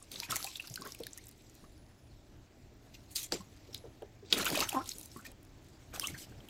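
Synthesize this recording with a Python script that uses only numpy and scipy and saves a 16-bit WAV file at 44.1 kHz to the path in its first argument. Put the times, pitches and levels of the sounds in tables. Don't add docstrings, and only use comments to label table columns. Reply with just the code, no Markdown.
import sys
import numpy as np
from scipy import signal
from scipy.fft import rfft, irfft, next_fast_len
from scipy.io import wavfile
from scipy.ndimage import uniform_filter1d, minimum_filter1d, map_coordinates

SR = 44100
rng = np.random.default_rng(int(sys.argv[2]) if len(sys.argv) > 2 else 0)


def field_ratio(decibels):
    return 10 ** (np.asarray(decibels, dtype=float) / 20)


def master(y):
    cut = np.clip(np.atleast_2d(y).T, -1, 1)
    pcm = np.round(cut * 32767)
    wavfile.write(sys.argv[1], SR, pcm.astype(np.int16))


N = 286209

# start in seconds, hold in seconds, level in dB,
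# fine mist relative to it in dB.
SPLASHES = [(.117, 0.14, -52.5, -5), (.3, 0.065, -45, -3.5), (.36, 0.1, -54, 3), (.44, 0.13, -54.5, -6),
            (.53, 0.034, -80, -4), (.6, 0.11, -66.5, 3), (.642, 0.0079, -54.5, -11),
            (.72, 0.041, -75.5, 16.5), (.848, 0.076, -58.5, -4), (2.943, 0.0097, -55.5, -14),
            (3.113, 0.02, -68, 12.5), (3.159, 0.0093, -41, 3.5), (3.175, 0.045, -47.5, 0),
            (3.232, 0.015, -50.5, 2), (3.327, 0.011, -39, -10.5), (3.35, 0.063, -58.5, -9),
            (3.732, 0.036, -56, -8), (4.25, .05, -63, -23), (4.305, 0.02, -47.5, -20),
            (4.33, 0.015, -37.5, -4.5), (4.37, 0.016, -43, -3), (4.395, 0.028, -39, -6),
            (4.462, 0.023, -40, -1), (4.51, 0.13, -41.5, -6.5), (4.655, 0.1, -54.5, 2),
            (4.86, 0.06, -55, -0.5), (4.95, 0.12, -72.5, 13), (5.11, 0.095, -66, 0.5),
            (5.25, 0.024, -56.5, -7.5), (5.94, 0.036, -51, -2.5), (6.01, 0.087, -52.5, 1),
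            (6.085, 0.094, -59.5, -6), (6.18, 0.055, -54.5, 0)]
# start in seconds, hold in seconds, level in dB,
# rub on the tub wall relative to it in dB.
WAVES = [(.117, 0.092, -61, 4.5), (.292, 0.036, -46, -2), (.335, 0.091, -56, -4.5), (.65, 0.028, -61, -11),
         (.71, 0.0092, -83.5, 28.5), (.79, 0.067, -68.5, 13.5), (.855, 0.0093, -51.5, -9),
         (1.17, 0.017, -67, -9), (3.328, 0.021, -49, 1), (3.345, 0.02, -64.5, 14.5),
         (4.33, 0.015, -45, 3.5), (4.37, 0.061, -42, 1), (4.46, 0.028, -36, -23), (4.505, 0.028, -49, 10),
         (4.55, 0.081, -39, -6.5), (4.66, 0.017, -56, -21), (4.72, 0.056, -51.5, -7),
         (4.85, 0.17, -83.5, 20.5), (5.22, 0.11, -70.5, 7.5), (5.94, 0.016, -50.5, -7),
         (5.98, 0.13, -59.5, 3.5), (6.1, 0.35, -69.5, 9)]
# time in seconds, level in dB.
RIPPLES = [(0, -67.5), (.3, -63.5), (1.1, -63), (1.4, -70), (1.62, -68.5), (1.85, -75.5), (2.7, -76),
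           (3.1, -68), (3.5, -67.5), (4.2, -77.5), (4.8, -57.5), (5.1, -67), (5.35, -75), (5.9, -70),
           (6.3, -68), (6.49, -69)]
# frequency in Hz, density in dB per Hz.
SPRAY_COLOUR = [(1060, -14), (1800, -8.5), (2090, -0.5), (2540, -0.5), (3020, -0.5), (3950, 4), (5570, 4),
                (8000, -3), (10400, -66), (17600, -120)]
# frequency in Hz, density in dB per Hz.
MIST_COLOUR = [(3820, -48), (6500, 0), (9640, 4.5), (11800, 3.5), (14400, 4.5), (15900, -12.5),
               (16500, -33)]
# frequency in Hz, density in dB per Hz.
SLOSH_COLOUR = [(350, -7), (600, -8.5), (714, -12), (1470, -8), (2100, -9), (2800, -2.5), (3640, -5.5),
                (6160, -120)]
# frequency in Hz, density in dB per Hz.
WALL_COLOUR = [(47, -63), (80, -5), (311, 3.5), (713, -8.5), (800, -8.5), (1040, -23), (1760, -120)]
RIPPLE_MIST_DB, RIPPLE_SLOSH_DB = -7, -13
WALL_REST_DB = -67
SPRAY_RISE_DB_S, SPRAY_FALL_DB_S = 2198, 551
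WAVE_RISE_DB_S, WAVE_FALL_DB_S = 1204, 453

# time in seconds, peak in dB,
# centre in Hz, treble in dB.
DROPS = [(0.026, -35.5, 8550, -37), (0.117, -32.5, 3950, -6.5), (.1575, -25.5, 4170, -40),
         (0.2012, -26, 4760, -10), (0.2315, -23, 2900, -35), (.296, -45, 3450, -27),
         (0.3088, -23.5, 3350, -7.5), (.318, -22, 6300, -8), (.358, -18, 6940, -11),
         (0.365, -21.5, 6900, -5), (0.4445, -27.5, 4200, -2), (.466, -31, 7200, -8),
         (.5576, -26.5, 3750, -20), (0.673, -32, 4970, -11), (.699, -35, 6040, -8),
         (0.7404, -27.5, 6200, -18), (0.758, -23.5, 4600, -13.5), (0.8205, -30.5, 4900, -18),
         (0.873, -35.5, 6600, -5.5), (.921, -30, 5660, -14), (.948, -33.5, 2690, -9),
         (1.0026, -45, 7040, -3), (1.035, -29.5, 3950, -14), (1.068, -32.5, 4670, -3.5),
         (1.132, -32, 7250, -29), (1.176, -33.5, 6470, -6), (1.24, -44.5, 7500, -22),
         (1.269, -39, 7850, -12), (1.29, -45.5, 6550, -2), (1.497, -44, 6700, -15),
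         (3.1584, -20, 4630, -14), (3.1645, -19, 4800, -10), (3.231, -33, 3940, -2),
               (3.322, -14.5, 4700, -22), (3.745, -32.5, 5500, -5.5), (4.022, -42, 3200, -16),
               (4.3267, -9.5, 4330, -20), (4.3311, -21, 3480, -28), (4.3872, -42.5, 3400, 15.5),
               (4.446, -27.5, 3620, -3), (4.454, -23.5, 7000, -3.5), (4.502, -25, 4700, -6),
               (4.5555, -21.5, 2900, -8), (4.575, -17, 4200, -15.5), (4.6043, -14, 4560, -14),
               (4.6907, -23.5, 3200, -7.5), (4.694, -23.5, 7000, -7), (4.705, -37, 4300, -7),
               (4.8585, -37, 3700, -8), (4.891, -19.5, 6640, -18), (4.9166, -26, 4400, -27),
               (4.984, -49, 8050, 12.5), (5.012, -39.5, 4020, -2), (5.031, -36, 6650, -13),
               (5.058, -40.5, 6360, -1), (5.267, -40.5, 5130, -5), (5.317, -50.5, 7550, 2),
               (5.4303, -60, 9000, 5), (5.997, -23, 5570, -3.5), (6.0714, -20.5, 6600, -9.5),
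               (6.4864, -39, 3000, -11)]
# time in seconds, peak in dB,
# centre in Hz, treble in dB.
DRIPS = [(.1416, -33, 3700, -21), (.1684, -37, 3890, -30), (.181, -40, 5000, -16),
         (.3504, -33, 6260, -31), (.393, -41, 2800, -22), (.4074, -32, 4090, -25),
         (.4302, -36, 5900, -14.5), (.4873, -34, 5500, -18), (.5262, -52, 3820, -18),
         (.5704, -39, 6000, -3), (.6045, -31, 2740, -16), (.6234, -39, 4500, -14.5),
         (.6783, -35, 4860, -14), (.7474, -58, 4020, -10), (.8107, -36, 9000, -20),
         (.8515, -40, 13000, -8), (.9057, -49, 7000, -16), (.989, -42, 6000, -9),
         (1.068, -34, 1870, -36), (1.109, -46, 6140, -27), (1.1824, -40, 6000, -5),
         (1.257, -46, 11000, -23), (1.2835, -39, 14300, -20), (1.3126, -46, 4810, -6),
         (1.3624, -65, 5020, -8), (1.3784, -56, 6340, -6.5), (1.4212, -57, 4800, -2),
         (1.5444, -56, 7370, -5), (1.5519, -53, 6600, 1), (1.5934, -61, 9000, -8),
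         (1.7226, -58, 11000, -12), (1.778, -48, 4900, -17),
         (3.321, -29, 1560, -47), (3.7778, -37, 7060, -32), (4.0234, -44, 1610, -40),
               (4.38, -26, 4500, -5.5), (4.3877, -32, 7000, -5), (4.4268, -39, 2840, -12),
               (4.5437, -33, 4970, -5), (4.5948, -24, 9900, -12), (4.6104, -23, 4540, -11),
               (4.6725, -34, 7430, -28), (4.7293, -30.5, 7200, -12), (4.8426, -46, 3520, -2),
               (4.876, -38, 4700, -5), (4.9354, -39, 13100, -16), (4.9954, -35, 11400, -19),
               (5.116, -40, 5320, -23), (5.171, -41, 10900, -11), (5.2114, -46, 8000, -9),
               (5.2282, -52, 6950, -12), (5.243, -57, 9040, -12), (5.2617, -44, 4700, -12),
               (5.285, -51, 4480, -14), (5.4498, -51, 5500, -8), (5.4914, -60, 4440, -15),
               (5.686, -54.5, 9000, -7.5), (5.945, -41, 5040, -9), (5.961, -34, 2820, -10),
               (5.996, -31, 1600, -40), (6.2964, -50, 7000, -13), (6.405, -42, 3380, -33),
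               (5.085, -54, 9000, -6), (5.645, -57, 7000, -4.5), (5.701, -51.5, 7500, -20)]
DROP_S, TICK_SHARE = 0.0064, 0.5

# time in seconds, peak in dB, pitch in Hz.
SNAPS = [(.1585, -28, 4100), (0.2013, -19.5, 4540), (0.4437, -24.5, 4260), (.7401, -29, 6200),
         (1.0678, -34, 3880), (1.1326, -32, 6850), (3.1604, -23.5, 4300), (3.3223, -23, 4700),
         (3.747, -21.5, 3890), (4.3259, -4.5, 4100), (4.3274, -5, 3580), (4.3286, -11.5, 4080),
         (4.3294, -10.5, 3060), (4.5755, -28, 4260), (4.6111, -15, 6700), (4.8912, -22, 6400),
         (5.9969, -19, 5270)]
SNAP_RISE_CYCLES, SNAP_LIFE_CYCLES = 0.82, 1.9

# time in seconds, peak in dB, pitch in
# Hz, t60 in seconds.
BUBBLES = [(0.014, -45.5, 1147, 0.034), (0.219, -43, 954, 0.11), (.264, -35, 1560, 0.022),
           (0.294, -40, 1580, 0.08), (0.325, -26, 1344, 0.082), (.361, -18.5, 2165, 0.029),
           (.366, -23.5, 790, 0.017), (0.443, -36.5, 780, 0.091), (0.473, -42.5, 1050, 0.059),
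           (0.641, -41, 1390, 0.035), (0.777, -29.5, 1540, 0.019), (0.819, -37.5, 1120, 0.042),
           (0.861, -37.5, 1116, 0.064), (1.642, -34.5, 1146, 0.024), (3.321, -31.5, 806, 0.063),
           (3.405, -42, 1074, 0.065), (4.022, -38, 765, 0.045), (4.399, -27, 1444, 0.067),
           (4.465, -19.5, 1530, 0.037), (4.574, -37, 616, 0.093), (4.612, -26, 848, 0.072),
           (4.626, -20.5, 1314, 0.046), (4.704, -40, 840, 0.068), (4.729, -29.5, 800, 0.054),
           (5.163, -36, 1123, 0.045), (5.195, -40, 1420, 0.047), (5.252, -38.5, 1876, 0.051),
           (5.263, -38, 2510, 0.027), (5.944, -45, 1540, 0.062), (6.03, -32.5, 1162, 0.084),
           (6.042, -32, 1237, 0.05), (6.083, -32.5, 2247, 0.047), (6.15, -45, 1645, 0.12),
           (6.324, -49.5, 1600, 0.044),
           (.1575, -39, 4000, 0.047), (.234, -37.5, 2600, 0.086), (0.4703, -32.5, 2660, 0.051),
         (.556, -32, 3550, 0.025), (1.179, -55, 2030, 0.034), (0.599, -17.5, 2770, 0.017),
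         (4.4773, -27, 2570, 0.045), (4.5544, -23.5, 2610, 0.064), (4.688, -25, 2840, 0.023),
         (4.721, -32, 2700, 0.075), (6.022, -29.5, 3330, 0.03), (6.042, -23, 2837, 0.024),
         (6.0468, -23.5, 3055, 0.029)]
BUBBLE_RISE_HZ = 139.5
# time in seconds, peak in dB, pitch in Hz, life in seconds.
CHIRPS = [(0.85, -39, 1256, 0.011), (.862, -41, 1400, 0.011), (4.621, -31.5, 1690, 0.011),
          (5.944, -47, 1514, 0.0088), (5.951, -43, 1095, 0.013), (5.962, -51, 1500, 0.0083),
          (6.013, -44, 2670, .01), (6.051, -30, 2690, 0.011), (6.084, -44, 2750, 0.0075),
          (6.145, -36, 1590, 0.0083), (1.178, -48, 1686, .02)]
CHIRP_SWEEP = .28

# time in seconds, peak in dB, pitch in Hz, t60 in seconds.
KNOCKS = [(0.295, -37, 139, 0.19), (0.704, -38.5, 129.5, 0.11), (0.822, -53, 246, 0.099),
          (0.856, -41.5, 435, 0.11), (1.003, -31.5, 486, 0.066), (1.004, -51, 686, 0.026),
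          (1.006, -39, 288, 0.048), (1.633, -44.5, 232, 0.11), (3.323, -33, 323, 0.11),
          (3.324, -34, 502, 0.11), (3.4, -41, 212, 0.093), (3.691, -45.5, 447, 0.089),
          (3.841, -42.5, 468, 0.2), (4.023, -31.5, 447, 0.073), (4.228, -48.5, 417, 0.19),
          (4.325, -27, 381, 0.073), (4.406, -35.5, 378, 0.11), (4.522, -31.5, 328, 0.11),
          (4.569, -26.5, 627, 0.093), (5.164, -36, 253, 0.1), (6.123, -42, 149, 0.19)]
# time in seconds, level in dB, slip rate in Hz,
# floor resonance in Hz.
SQUEAK = [(4.742, -47, 300, 714), (4.747, -33, 321, 786), (4.76, -39, 248.8, 990),
          (4.771, -29, 267.5, 1020), (4.787, -36.5, 261, 880), (4.8, -44.5, 310, 1120),
          (4.815, -42.5, 339, 1370), (4.83, -93, 330, 1400)]
# time in seconds, pitch in Hz, level in dB.
LEAKS = [
    [(1.64, 10040, -78), (1.68, 9930, -79), (1.73, 9700, -85.5), (1.795, 10000, -75.5), (1.86, 9720, -82),
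     (1.93, 9720, -85), (1.985, 10000, -82), (2.075, 9760, -81), (2.14, 9000, -89)],
    [(3.78, 10900, -69), (3.815, 11300, -76), (3.845, 11150, -80), (3.88, 10200, -90), (3.92, 9850, -82),
     (3.97, 9500, -82)],
]

# frequency in Hz, t60 in seconds.
ECHO_DECAY = [(200, 0.097), (2000, 0.28), (12000, 0.0069)]
# frequency in Hz, density in dB per Hz.
HUSH_COLOUR = [(12, -39), (20, -4), (121, -2.5), (160, -14), (323, -10.5), (521, -31.5), (566, -17.5),
               (1180, -28), (1790, -28), (5360, -38), (7730, -37), (8650, -59.5), (9950, -65.5),
               (15200, -42), (16500, -56)]
# time in seconds, level in dB.
HUSH_LEVEL = [(0.0, -64), (0.12, -64.5), (6.49, -59)]


def unit(x):
    return x / np.sqrt(np.mean(x ** 2) + 1e-20)


def along(points, hz):
    f, value = np.transpose(points)
    return np.interp(np.log(hz + 1), np.log(f + 1), value)


def curves(rows):
    s, *columns = np.transpose(rows)
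    return [np.interp(np.arange(N) / SR, s, column) for column in columns]


def coloured(x, spectrum):
    m = next_fast_len(len(x) + 8192)
    gain = field_ratio(along(spectrum, np.fft.rfftfreq(m, 1 / SR)))
    return unit(irfft(rfft(x, m) * gain, m)[:len(x)])


def patchy(patchy_db, wide, long):
    z = signal.stft(rng.standard_normal(N + 512), nperseg=256)[2]
    field = uniform_filter1d(rng.standard_normal(z.shape), wide, 0)
    field = uniform_filter1d(field, long, 1)
    return signal.istft(z * field_ratio(patchy_db * unit(field)), nperseg=256)[1][:N]


def add(track, s, sound):
    part = track[max(round(s * SR), 0):][:len(sound)]
    part += sound[:len(part)]


def grains(count, size, centre_hz, spread, cycles, spiky_db):
    when = rng.random((count, 1))
    detune = rng.standard_normal((count, 1))
    loudness = rng.exponential(size=(count, 1))
    hz = np.clip(centre_hz * np.exp(spread * detune), 100, 15000)
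    turns = hz * np.arange(size) / SR
    ring = np.exp(-turns / cycles) * np.sin(2 * np.pi * turns * (1 + 0.006 * turns))
    wave = field_ratio(spiky_db * loudness) * ring * np.hanning(2 * size)[size:]
    at = (when * N).astype(int) + np.arange(size)
    return unit(np.bincount(at.ravel(), wave.ravel(), N + size)[:N])


def surges(rows, rise_db_s, fall_db_s):
    s, hold, db, over_db = np.transpose(rows)[:, :, None]
    t = np.arange(0, N + 32, 32) / SR
    before = np.clip(s - t, 0, 1)
    after = np.clip(t - s - hold, 0, 1)
    shape = field_ratio(db - rise_db_s * before - fall_db_s * after)
    layers = (shape, shape * field_ratio(over_db))
    return [np.interp(np.arange(N) / SR, t, np.linalg.norm(g, axis=0)) for g in layers]


def water():
    ripple = field_ratio(curves(RIPPLES)[0])
    spray, mist = surges(SPLASHES, SPRAY_RISE_DB_S, SPRAY_FALL_DB_S)
    wave, rub = surges(WAVES, WAVE_RISE_DB_S, WAVE_FALL_DB_S)
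    fizz = grains(count=5000, size=330, centre_hz=4500, spread=.55, cycles=7, spiky_db=1.1)
    crackle = grains(count=4000, size=60, centre_hz=4000, spread=.5, cycles=1.5, spiky_db=2.2)
    bright = .4 * fizz + .45 * crackle + .8 * patchy(5, wide=2, long=16)
    gurgle = grains(count=2500, size=600, centre_hz=1500, spread=.5, cycles=5, spiky_db=2.2)
    slosh = coloured(.8 * gurgle + .6 * patchy(4, wide=3, long=7), SLOSH_COLOUR)
    wall = coloured(patchy(3, wide=2, long=7), WALL_COLOUR)
    flicker = map_coordinates(rng.standard_normal(N // 500 + 4), [np.arange(N) / 500])
    bright = bright * field_ratio(1.6 * flicker)
    out = np.hypot(spray, ripple) * coloured(bright, SPRAY_COLOUR)
    out += np.hypot(mist, field_ratio(RIPPLE_MIST_DB) * ripple) * coloured(bright, MIST_COLOUR)
    out += np.hypot(wave, field_ratio(RIPPLE_SLOSH_DB) * ripple) * slosh
    out += np.hypot(rub, field_ratio(WALL_REST_DB)) * wall
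    return out


def drops(rows):
    out, t = np.zeros(N), np.arange(SR // 20) / SR
    f = np.fft.rfftfreq(len(t), 1 / SR)
    u = t / DROP_S
    swell = (1 - np.exp(-(t / 0.0014) ** 2)) * np.exp(-(1.614 * u) ** 2)
    tick_fade = np.exp(-(u / TICK_SHARE) ** 2)
    tick_band = 1 / (1 + (7000 / (f + 1)) ** 3.9) / (1 + (f / 15000) ** 4)
    for s, db, hz, treble_db in rows:
        noise = rfft(rng.standard_normal((2, len(t))))
        crater_band = 0.012 * (f < hz) + 1 / (1 + ((f - hz) / (0.16 * hz)) ** 2)
        crater = unit(irfft(noise[0] * crater_band, len(t)))
        tick = unit(irfft(noise[1] * tick_band, len(t)))
        spatter = crater + field_ratio(treble_db + 12.5) * tick * tick_fade
        add(out, s - .0012, field_ratio(db - 8.5) * swell * spatter)
    return out


def snaps():
    out, t = np.zeros(N), np.arange(SR // 100) / SR
    for s, db, hz in SNAPS:
        turns = hz * t
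        swell = (1 - np.exp(-(turns / SNAP_RISE_CYCLES) ** 2)) * np.exp(-turns / SNAP_LIFE_CYCLES)
        add(out, s, field_ratio(db + 3) * swell * np.sin(2 * np.pi * turns))
    return out


def bubbles():
    out, t = np.zeros(N), np.arange(SR // 8) / SR
    for s, db, hz, t60 in BUBBLES:
        turns = t * (.95 * hz + BUBBLE_RISE_HZ * t / t60)
        shake = unit(uniform_filter1d(rng.standard_normal(len(t)), size=120))
        flutter = 1 + .65 * shake
        turns = turns + .05 * shake[::-1]
        swell = field_ratio(db - 3 - 60 * t / t60) * (1 - np.exp(-t / 0.0025))
        add(out, s - .002, swell * flutter * np.sin(2 * np.pi * turns))
    return out


def chirps():
    out, t = np.zeros(N), np.arange(SR // 20) / SR
    for s, db, hz, life in CHIRPS:
        u = t / life
        swell = 2 * u * np.exp(-2.6 * u)
        note = np.sin(2 * np.pi * hz * t * (1 + CHIRP_SWEEP * u / 2))
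        add(out, s - .002, field_ratio(db + 3.5) * swell * note)
    return out


def knocks():
    out, t = np.zeros(N), np.arange(SR // 6) / SR
    f = np.fft.rfftfreq(len(t), 1 / SR)
    for s, db, hz, t60 in KNOCKS:
        puff_band = 1 / (1 + ((f - hz) / (0.35 * hz)) ** 2)
        puff = unit(irfft(rfft(rng.standard_normal(len(t))) * puff_band, len(t)))
        note = np.sin(2 * np.pi * hz * t * (1.04 - 2.76 * t))
        swell = field_ratio(db - 1.5 - 60 * t / max(t60, .03)) * (1 - np.exp(-t / 0.0048))
        add(out, s - .003, swell * (note + 0.61 * puff))
    return out


def squeak():
    db, hz, floor_hz = curves(SQUEAK)
    now = slice(round(SQUEAK[0][0] * SR), round(SQUEAK[-1][0] * SR))
    k = np.arange(1, 8)[:, None]
    jitter = 1 + 0.021 * unit(uniform_filter1d(rng.standard_normal(N), size=200))
    phase = 2 * np.pi * np.cumsum((hz * jitter)[now]) / SR
    overtone_hz = k * hz[now]
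    off_hz = overtone_hz - floor_hz[now]
    gain = 1.02 / k ** 2.9 * (overtone_hz < 1700) + 1.21 / (1 + (off_hz / 180) ** 2)
    lag = 1.9 * np.arctan(off_hz / 200)
    out = np.zeros(N)
    out[now] = field_ratio(db[now]) * (gain * np.cos(k * phase - lag)).sum(axis=0)
    return out


def leaks():
    out = np.zeros(N)
    for rows in LEAKS:
        hz, db = curves(rows)
        now = slice(round(rows[0][0] * SR), round(rows[-1][0] * SR))
        drift = 1 + 0.0012 * unit(uniform_filter1d(rng.standard_normal(N), size=300))
        fade = signal.windows.tukey(len(hz[now]), .1)
        whistle = np.sin(2 * np.pi * np.cumsum((hz * drift)[now]) / SR)
        out[now] = np.sqrt(2) * field_ratio(db[now]) * fade * whistle
    return out


def echo(x):
    hz, t, z = signal.stft(rng.standard_normal(SR // 3), SR, nperseg=256)
    decay = field_ratio(-60 * t / along(ECHO_DECAY, hz)[:, None])
    tail = signal.istft(z * decay, SR, nperseg=256)[1]
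    return signal.fftconvolve(np.pad(x, (90, 0)), tail / np.linalg.norm(tail))[:N]


def hush():
    return field_ratio(curves(HUSH_LEVEL)[0] + 4) * coloured(patchy(1.5, wide=4, long=30), HUSH_COLOUR)


def scene():
    slaps = drops(DROPS) + snaps()
    pockets = bubbles() + chirps()
    hits = slaps + pockets + knocks() + squeak() + leaks()
    wet = field_ratio(-15) * echo(hits)
    drips = drops(DRIPS)
    return (hits + wet + water() + hush() + drips)[None]


def holes_by_attacks(x, attack_db, keep_db, from_hz):
    f, _, z = signal.stft(x, SR, nperseg=256)
    power = np.abs(z) ** 2 + 1e-16
    treble_db = 10 * np.log10(power[..., f > 5000, :].sum(axis=-2, keepdims=True))
    jump = treble_db[..., 2:] - treble_db[..., :-2] > attack_db
    jump = np.pad(1. * jump, ((0, 0), (0, 0), (2, 0)))
    near = uniform_filter1d(jump, size=15, axis=-1) > 1e-3
    cell_db = 10 * np.log10(np.abs(uniform_filter1d(power, size=5, axis=-2)) + 1e-16)
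    usual_db = uniform_filter1d(uniform_filter1d(cell_db, size=18, axis=-2), size=3, axis=-1)
    weak = near & (cell_db < usual_db + keep_db) & (f[:, None] > from_hz)
    return signal.istft(z * np.where(weak, .1, 1), SR, nperseg=256)[1][..., :N]


def masked(x, mask_db, from_hz, window, bins, frames):
    f, _, z = signal.stft(x, SR, nperseg=window)
    power = np.abs(z) ** 2
    around = uniform_filter1d(power, size=bins, axis=-2)
    loudest = -minimum_filter1d(-around, size=frames, axis=-1)
    keep = (power > field_ratio(2 * mask_db) * loudest) | (f[:, None] < from_hz)
    return signal.istft(z * np.where(keep, 1, .15), SR, nperseg=window)[1][..., :N]


def band_limit(x):
    return signal.sosfilt(signal.butter(12, 16970, fs=SR, output="sos"), x)


def record(dry):
    f = np.fft.rfftfreq(N, 1 / SR)
    narrow = irfft(rfft(dry) * np.where(f < 15800, 1, field_ratio(-20.5)), N)
    return band_limit(narrow)


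dry = scene()
out = record(dry)
master(out)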